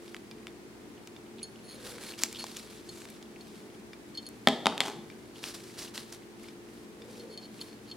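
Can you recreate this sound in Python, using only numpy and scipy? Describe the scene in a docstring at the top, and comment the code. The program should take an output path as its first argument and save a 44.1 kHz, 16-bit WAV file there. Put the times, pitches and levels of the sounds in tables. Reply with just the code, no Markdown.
"""Fitting a spring in a revolver frame

A small room with a fan humming. Close to a stereo microphone, gloved hands turn a brass revolver
frame and try a flat steel spring in it. The rubber rubs and creaks, parts tick on the frame, and
the spring rings as it catches and scrapes. Further off, a dropped tool bounces on the table,
sets the top booming and rolls to rest."""
import sys
import numpy as np
from scipy import signal
from scipy.fft import rfft, irfft, next_fast_len
from scipy.io import wavfile

SR = 44100
rng = np.random.default_rng(int(sys.argv[2]) if len(sys.argv) > 2 else 0)


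def inscribe(sig):
    """Save sig as 16-bit PCM at rate SR to the path in sys.argv[1].

    A 1-D sig is mono; a 2-D sig holds one channel per row.
    Samples are clipped to [-1, 1] before scaling.
    """
    pcm = np.round(np.clip(np.atleast_2d(sig).T, -1, 1) * 32767)
    wavfile.write(sys.argv[1], SR, pcm.astype(np.int16))


N = 351036


def undb(db):
    """Decibels to gain."""
    return 10 ** (np.asarray(db) / 20)


def unit(x):
    """Scale to rms 1."""
    return x / np.sqrt(np.mean(x ** 2))


def clock(seconds):
    """Sample times over a stretch."""
    return np.arange(int(seconds * SR)) / SR


def decay(t, t60):
    """Exponential fall of 60 dB in t60 seconds."""
    return np.exp(-np.log(1000) * t / t60)


def add(track, start_s, sound):
    """Mix a sound in at a time."""
    i = int(start_s * SR)
    track[i:i + len(sound)] += sound[:N - i]


def lookup(hz, points):
    """Read (freq_hz, value) points on a log-frequency axis."""
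    f, value = np.transpose(points)
    return np.interp(np.log(hz + 1), np.log(f), value)


def shape(x, gain):
    """Filter by a gain given as a function of frequency."""
    size = next_fast_len(x.shape[-1], real=True)
    spectrum = rfft(x, size) * gain(np.fft.rfftfreq(size, 1 / SR))
    return irfft(spectrum, size)[..., :x.shape[-1]]


def colour(x, points):
    """Filter by (freq_hz, gain_db) points."""
    return shape(x, lambda f: undb(lookup(f, points)))


def band(x, hz, q):
    """One causal resonance, its q at least 0.7."""
    return signal.lfilter(*signal.iirpeak(min(hz, SR / 3), max(q, .7), fs=SR), x)


def blip(contact, hz, q):
    """A contact heard through one resonance, peak 1."""
    sound = band(contact, hz, q)
    return sound / np.abs(sound).max()


def click(points, tilt_db=0, size=512):
    """Minimum-phase pulse of peak 1 with a given spectrum, tilted about 2 kHz."""
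    f = np.fft.rfftfreq(size, 1 / SR)
    spectrum_db = lookup(f, points) + tilt_db * np.log2((f + 200) / 2000)
    cepstrum = irfft(np.log(undb(spectrum_db)))
    cepstrum[1:size // 2] *= 2
    cepstrum[size // 2 + 1:] = 0
    pulse = irfft(np.exp(rfft(cepstrum)))
    return pulse / np.abs(pulse).max()


def ring(modes, tilt_db=0, pivot_hz=2000):
    """Decaying modes after one blow; a harder contact tilts them towards the treble."""
    t = clock(.5)
    return sum(undb(db + tilt_db * np.log2(hz / pivot_hz)) * np.sin(2 * np.pi * hz * t) * decay(t, t60)
               for hz, db, t60 in modes)


def chatter(t60, db):
    """A contact: one pulse, then a fast-dying burst of micro-impacts."""
    t = clock(.05)
    return (t == 0) + undb(db) * rng.standard_normal(len(t)) * decay(t, t60)


def walk(rate_hz):
    """Random wander of rms 1, changing about rate_hz times a second."""
    knots = rng.standard_normal(int(2 * rate_hz * N / SR) + 2)
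    return unit(np.interp(np.arange(N) / SR * 2 * rate_hz, np.arange(len(knots)), knots))


def grit(rough_db, size=12):
    """Dense micro-slips whose strength changes every size samples."""
    noise = rng.standard_normal(N)
    strength = undb(rough_db * rng.standard_normal(N // size + 1))
    return unit(noise * np.repeat(strength, size)[:N])


def gesture(length_s, attack_share, release_s):
    """Envelope of one movement: attack, hold, exponential release."""
    t = clock(length_s + .3)
    attack = np.minimum(t / max(attack_share * length_s, 1 / SR), 1)
    return attack * np.exp(-np.maximum(t - length_s, 0) / release_s)


# Fan and mains tones in the background: pitch_hz, level_db
FAN_TONES = [(59, -74), (118.4, -66.5), (211, -66.5), (220.7, -60.5), (238, -67), (296.5, -61),
             (345.5, -56.5), (382.2, -63.5), (433, -64)]
# Air moving through the room: freq_hz, gain_db
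AIR_COLOUR = [(25, -25), (58, -15), (90, -9), (120, -7.5), (160, -5), (215, 1), (330, -3), (440, -2.5),
              (540, -11), (800, -13), (1300, -18.5), (2100, -19.5), (3000, -24), (9000, -30),
              (16000, -38.5)]


def fan(air_db=-52, waver=0.31, drift_rad=0.76):
    """Wavering tones over moving air; deep bass and hiss differ between left and right."""
    t, tones = np.arange(N) / SR, np.zeros(N)
    for hz, db in FAN_TONES:
        amplitude = undb(db) * np.sqrt(2) * (1 + waver * walk(3.4))
        tones += amplitude * np.sin(2 * np.pi * hz * t + drift_rad * walk(2.75))
    mid, side = (undb(air_db) * unit(colour(rng.standard_normal(N), AIR_COLOUR)) for _ in range(2))
    side = colour(side, [(50, 2.5), (200, -9), (450, -6), (1500, 0.5), (4000, 0.5), (10000, -0.5)])
    return tones + mid + np.array([side, -side])


# A glove slides over the metal, close to the microphone: start_s, length_s, level_db, brightest_hz
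GLOVE_SLIDES = [(0.013, 0.13, -64, 3500), (1.713, .42, -53.5, 1600), (1.831, 0.085, -52.5, 10000),
                (1.99, .12, -54, 8500), (2.176, 0.02, -44, 5500), (2.207, 0.04, -40.5, 5500),
                (2.274, .34, -50.5, 4500), (2.616, 0.17, -57.5, 3500), (2.831, 0.21, -55.5, 7000),
                (3.067, .1, -61.5, 3000), (3.374, .24, -64.5, 3000), (5.336, .07, -57.5, 4000),
                (5.416, 0.085, -43.5, 5000), (5.538, 0.014, -48.5, 5000), (5.552, .21, -55.5, 5500),
                (5.769, 0.078, -42, 5200), (5.937, 0.027, -44, 4200), (5.969, 0.031, -46.5, 4200),
                (6.0, 0.13, -61, 3500), (6.121, .012, -46, 6000), (6.381, .11, -58.5, 3000),
                (6.638, 0.19, -66.5, 10000), (7.073, .13, -57.5, 5000), (7.513, 0.088, -59.5, 2900),
                (7.597, 0.086, -57.5, 9500)]
# Hiss of rubber on metal at close range: freq_hz, gain_db
RUB_COLOUR = [(200, -4.5), (550, 0.5), (850, -1), (1300, 0.5), (2300, -2), (4200, 3), (6500, -3),
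              (10000, -3), (13000, -10.5), (16000, -19)]


def glove_rub(grip_db=-66, swell_db=2, rub_db=-3.5, flutter_db=1.76,
              grain_db=-9, bright_db=-2.5, snap_db=-9, snaps_per_s=45):
    """Rubber sticks, snaps free and slips over the metal, each slide brightest in its own band."""
    speed = undb(grip_db + swell_db * walk(0.76))  # the grip never rests
    bright, slips = np.zeros(N), grit(rough_db=3.5)
    for start, length, db, hz in GLOVE_SLIDES:
        push = undb(db) * gesture(length, attack_share=0.32, release_s=0.023)
        add(speed, start, push)
        contact = slips[int(start * SR):][:len(push)]
        add(bright, start, push[:len(contact)] * unit(band(contact, hz, q=3)))
    hiss, side = (unit(colour(grit(rough_db=3.5), RUB_COLOUR)) for _ in range(2))
    grains = undb(grain_db) * unit(band(grit(rough_db=8.5, size=40), hz=2440, q=0.74))
    releases = (rng.random(N) < snaps_per_s / SR) * rng.standard_normal(N)
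    snaps = signal.fftconvolve(releases, chatter(t60=0.01, db=-12))[:N]
    grains += undb(snap_db) * unit(band(snaps, hz=3000, q=.8))
    # both hands rub, so the treble differs between left and right
    side = colour(side, [(1000, -17), (3500, -16), (7000, -2), (12000, -4)])
    rub = speed * (hiss + grains + np.array([side, -side])) + undb(bright_db) * bright
    return undb(rub_db + flutter_db * walk(61)) * rub


# Parts and gloves catch on the frame, close up: start_s, level_db, centre_hz, relative_ring_db
FRAME_TICKS = [(.080, -37, 3420, -20), (0.1458, -27, 1980, -41), (.166, -30.5, 2810, -30),
               (0.3128, -34.5, 2630, -11.5), (.470, -27, 2270, -36), (.480, -45, 3000, -7),
               (1.074, -30, 3900, -25), (1.1642, -41.5, 2410, -11.5), (1.983, -34.5, 1780, -32),
               (2.190, -27, 5000, -28), (2.2357, -4.5, 5570, -45), (2.3277, -25, 6500, -25),
               (2.4414, -32.5, 760, -28), (2.4414, -23, 4470, -30), (2.467, -28.5, 3500, -21),
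               (2.569, -23, 6500, -30), (3.019, -36.5, 2200, -33), (3.054, -33, 2480, -34),
               (3.102, -30, 10000, -29), (3.227, -34, 4000, -22), (3.933, -38, 2480, -10.5),
               (4.289, -27.5, 9500, -40), (5.101, -39.5, 2390, -13.5), (5.44, -21, 2900, -31),
               (5.978, -19, 3580, -39), (6.126, -28, 5560, -41), (6.486, -39.5, 2400, -9.5),
               (7.020, -43.5, 2400, -9.5)]
# Modes of the brass frame in the hand: pitch_hz, level_db, t60_s
FRAME_MODES = [(1970, -13, 0.041), (2360, -1, 0.05), (2880, -13, 0.036), (3580, 2, 0.035),
               (4660, -4.5, .03), (5200, -0.5, 0.025)]


def frame_ticks(q=1.55, thud_db=-27, spot_db=5):
    """Each catch ticks, thuds and rings the frame, which the gripping hand soon damps."""
    out = np.zeros(N)
    for start, db, hz, ring_db in FRAME_TICKS:
        # each spot on the frame favours other modes
        modes = [(f, mode_db + spot_db * rng.uniform(-1.1, 1), t60) for f, mode_db, t60 in FRAME_MODES]
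        add(out, start, undb(db) * blip(chatter(t60=0.011, db=-18), hz, q))
        add(out, start, undb(db + thud_db) * ring([(300, 0, 0.018)]))
        add(out, start, undb(db + ring_db) * ring(modes))
    return colour(out, [(100, 0), (1000, 7.5), (4000, -0.5), (8000, 1), (16000, -2.5)])


# Close to the microphone, the steel spring clinks lightly (first two rows), then glove rubber lets go: start_s,
# level_db, centre_hz
CHIRPS = [(1.384, -44, 3470), (1.392, -42, 3450), (1.417, -44, 2600), (1.558, -45.5, 2900),
          (2.137, -37, 2780), (2.348, -33, 3350), (2.358, -34, 3210), (2.369, -33, 3400),
          (2.566, -32.5, 3020), (3.360, -43.5, 2500), (5.358, -43, 2960), (5.876, -40.5, 3100),
          (6.442, -42.5, 2200), (7.593, -43, 2930)]


def chirps(q=2.9, faint_db=-53, spread_db=3, faint_count=36):
    """Each release of the rubber, like the spring's light clink, is a short, soft-edged chirp; faint ones come
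    at random."""
    out = np.zeros(N)
    faint = [(when * N / SR, faint_db + spread_db * (2 * size - 1), 2200 + 1200 * pitch)
             for when, size, pitch in rng.random((faint_count, 3))]
    for start, db, hz in CHIRPS + faint:
        release = band(chatter(t60=0.027, db=-12), hz, q)
        add(out, start, undb(db) * blip(release, hz, q))
    return out


# Modes of the flat steel spring between the fingers: pitch_hz, level_db, t60_s
SPRING_MODES = [(3143, -16, 0.086), (3520, -16.5, 0.081), (4343, -1, 0.07), (4417, -12.5, 0.047),
                (5000, -16, 0.054), (6560, -13.5, 0.048), (7100, -26, .08), (9760, -8.5, 0.025),
                (10400, -34, .08)]


def held_spring(tilt_db, damping, tune=1):
    """The steel rings; finger pressure damps and detunes it."""
    modes = [(hz * tune, db, t60 / damping) for hz, db, t60 in SPRING_MODES]
    return ring(modes, tilt_db, pivot_hz=4400)


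# The spring catches, close up: start_s, level_db, tilt_db_per_octave, rise_ms, damping_factor
SPRING_PINGS = [(1.4294, -35.5, 11.5, 0.36, 0.56), (2.890, -34.5, 4.5, 1.7, 1.2),
                (3.408, -40.5, 1, 1.3, 1.7), (4.150, -37, -4, 1.3, 3.7), (4.173, -23, -7, 4.4, 1.13),
                (4.265, -37.5, 6, .4, 0.88), (7.197, -42.5, -9, 1.8, 0.77),
                (7.375, -35.5, -5.5, 0.44, 0.86), (7.612, -32, -13, 1.5, 1.5),
                (7.913, -32.5, -13, 1.5, 1.26)]
# It slides on the frame, as close: start_s, length_s, level_db, tilt_db_per_octave, damping_factor
SPRING_SCRAPES = [(1.626, 0.076, -60, 10, 2), (1.675, 0.1, -52.5, 8, 6), (2.048, 0.077, -50.5, 5, 5.2),
                  (2.383, 0.031, -42.5, -1, 2.5), (2.415, .018, -43.5, 0, 1.7), (4.14, 0.025, -53, -5, 1.9),
                  (4.205, 0.074, -59.5, 0, 3.7), (7.29, 0.068, -55.5, -2, 0.88),
                  (7.406, 0.064, -53.5, -2, 3.2), (7.604, 0.022, -45.5, 3, 5.4), (7.648, 0.11, -62, -6, 5),
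                  (7.866, 0.059, -57, -1, 7.6)]


def spring(click_db=-5, bend=0.0098):
    """A catch clicks and strikes the steel modes; a slide drives them with friction."""
    out, friction = np.zeros(N), grit(rough_db=6)
    for start, db, tilt_db, rise_ms, damping in SPRING_PINGS:
        catch = undb(click_db) * band(chatter(t60=0.013, db=2), hz=4700, q=0.7)
        for sound in held_spring(tilt_db, damping), catch:
            build_up = 1 - np.exp(-np.arange(len(sound)) / (rise_ms * SR / 1000))
            add(out, start, undb(db) * sound * build_up)
    for start, length, db, tilt_db, damping in SPRING_SCRAPES:
        push = friction[int(start * SR):][:int(length * SR)]
        steel = held_spring(tilt_db, damping, tune=1 + bend * rng.uniform(-0.64, 0.54))
        scrape = signal.fftconvolve(push * signal.windows.tukey(len(push)), steel)
        add(out, start, undb(db) * scrape / scrape[:len(push)].std())
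    return out


# Cupped hands shift near the microphone: start_s, length_s, level_db, centre_hz
PALM_MOVES = [(1.715, 0.42, -55, 488), (4.94, 0.093, -48.5, 163), (6.944, 0.52, -52, 457)]


def palm_rustle(q=3):
    """The cupped hands rustle hollowly, one rounded swell for each movement."""
    t, out, rustle = np.arange(N) / SR, np.zeros(N), rng.standard_normal(N)
    for start, length, db, hz in PALM_MOVES:
        progress = np.clip((t - start) / length, 0, 1)
        swell = np.sqrt(np.sin(np.pi * progress).clip(0))
        out += undb(db) * swell * unit(band(band(rustle, hz, q), hz, q))
    return out


# The tool hits the table, further off: start_s, level_db, tilt_db_per_octave, boom_db, spot_hz
TOOL_BOUNCES = [(4.4731, -2.5, -1, -17.5, 1760), (4.4857, -13, 5, -28, 2120),
                (4.658, -10.5, 0, -25.5, 3670), (4.6685, -7, -0.5, -27.5, 820),
                (4.7256, -31, -8.5, -48, 1150), (4.779, -21, 3.5, -41, 3490), (4.805, -8, 4.5, -49, 2270),
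                (4.812, -22.5, -1.5, -46, 3500), (4.816, -24, 0, -41, 2200), (4.838, -32, 6, -45, 4540),
                (4.861, -31, 8, -39.5, 2000)]
# Crack of the hard contact: freq_hz, gain_db
CRACK_COLOUR = [(100, -20.5), (280, 2.5), (520, -9.5), (900, -0.5), (2000, 1), (2650, -1.5), (3500, 0),
                (5500, -13), (8500, -16.5), (12000, -27.5), (16000, -41)]
# Short rings of the tool: pitch_hz, level_db, t60_s
TOOL_MODES = [(740, -10.5, 0.0098), (953, -6, 0.011), (1257, -6.5, 0.013), (2015, -24, 0.0054),
              (3280, -9, 0.0092), (3560, -13.5, 0.017), (4420, -12.5, 0.0091), (7360, -17.5, 0.0038)]
# Modes of the table top under it: pitch_hz, level_db, t60_s
TABLE_MODES = [(176, -24, 0.12), (223.6, -14.5, 0.4), (258.7, -3.5, 0.22), (332, -17, 0.089),
               (394, -14, 0.1), (414, -13.5, 0.24), (653, -10, 0.24), (804, -10, 0.15), (1016, -15, 0.15),
               (1070, -16, 0.16), (1295, -18, 0.068), (1540, -23, 0.181), (1730, -29, .22),
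               (2040, -34, 0.14), (2090, -32, 0.11), (3068, -30, .16), (3533, -28.5, 0.16)]


def dropped_tool(crack_db=-2, ring_db=-5, spot_db=-6, scatter=0.04, low_cut_hz=180):
    """Each bounce cracks, rings the tool and the struck spot, and booms in the table; a roll follows."""
    (out, boom), table = np.zeros((2, N)), ring(TABLE_MODES)
    for start, db, tilt_db, boom_db, spot_hz in TOOL_BOUNCES:
        crack = np.convolve(chatter(t60=0.013, db=-13.5), click(CRACK_COLOUR, tilt_db))
        # the tool lands another way up each time, which shifts its rings
        landed = [(hz * (1 + scatter * rng.uniform(-0.95, 1)), mode_db, t60)
                  for hz, mode_db, t60 in TOOL_MODES]
        add(out, start, undb(db + crack_db) * crack)
        add(out, start, undb(db + spot_db) * blip(click(CRACK_COLOUR), spot_hz, q=4))
        add(out, start, undb(db + ring_db) * ring(landed, tilt_db))
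        add(boom, start, undb(boom_db) * table)
    out += tool_roll()
    heard = out + boom + room(out + undb(-10) * boom, wet_db=-11.5)
    # the small table top radiates no deep bass
    return signal.sosfilt(signal.butter(4, low_cut_hz, "high", fs=SR, output="sos"), heard)


# Rattle of the tool rolling where it fell: freq_hz, gain_db
ROLL_COLOUR = [(100, -11), (230, -8), (420, 8), (550, -12), (820, 6), (1200, -3), (3500, -10), (6000, -11),
               (9000, -16), (16000, -32)]


def tool_roll(start_s=4.805, length_s=0.084, level_db=-40.5):
    """Through its last bounces the tool rattles over the table and comes to rest."""
    push = np.zeros(N)
    add(push, start_s, gesture(length_s, attack_share=.1, release_s=0.034))
    return undb(level_db) * push * unit(colour(grit(rough_db=6, size=60), ROLL_COLOUR))


# Reverberation of the small room around the microphone: freq_hz, t60_s
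ROOM_DECAY = [(150, 1), (600, 0.68), (3500, 0.53), (12000, 0.32)]


def room(x, wet_db, build_s=0.0031):
    """Diffuse echoes of a small room, alike left and right in the bass."""
    t = clock(.6)
    tail = np.zeros((2, len(t)))
    centres = np.geomspace(100, 14000, 8)
    for hz, share in zip(centres, np.eye(len(centres))):
        band_power = np.transpose([centres, share])
        noise = shape(rng.standard_normal(tail.shape), lambda f: np.sqrt(lookup(f, band_power)))
        tail += noise * decay(t, lookup(hz, ROOM_DECAY))
    tone = [(150, 4.5), (500, 1.5), (900, -1.5), (1800, -5.5), (3500, -1), (7000, -1), (14000, -2.5)]
    tail = colour(tail, tone) * (1 - np.exp(-t / build_s))
    mid, side = tail / np.sqrt(np.sum(tail[0] ** 2))
    side = colour(side, [(200, -15.5), (1000, -14), (3500, -11.5), (9000, 1)])
    response = np.array([mid + side, mid - side])
    return undb(wet_db) * signal.fftconvolve(x[None], response, axes=1)[:, :N]


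def scene():
    """The hands are close and dry; the table is further off, with more of the room."""
    parts = frame_ticks() + chirps() + spring()
    rubbing = glove_rub() + palm_rustle()
    echoes = room(parts + rubbing.mean(axis=0), wet_db=-19)
    return parts + rubbing + echoes + dropped_tool() + fan()


# Balance at the microphone's two ports: freq_hz, left_minus_right_db
MIC_BALANCE = [(100, 0.5), (400, 1), (2400, 1), (4400, .5), (7000, 0.5), (9500, -3.5), (15000, -1.5)]


def record(dry, lead_s=.000013, top_hz=15950):
    """Two closely spaced ports: the right one is a little earlier and brighter; the top is cut."""
    left = shape(dry[0], lambda f: undb(lookup(f, MIC_BALANCE) / 2))
    right = shape(dry[1], lambda f: undb(-lookup(f, MIC_BALANCE) / 2) * np.exp(2j * np.pi * f * lead_s))
    low_pass = signal.ellip(10, .2, 80, top_hz, fs=SR, output="sos")
    return signal.sosfilt(low_pass, np.clip([left, right], -1, 1))


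dry = scene()
out = record(dry)
inscribe(out)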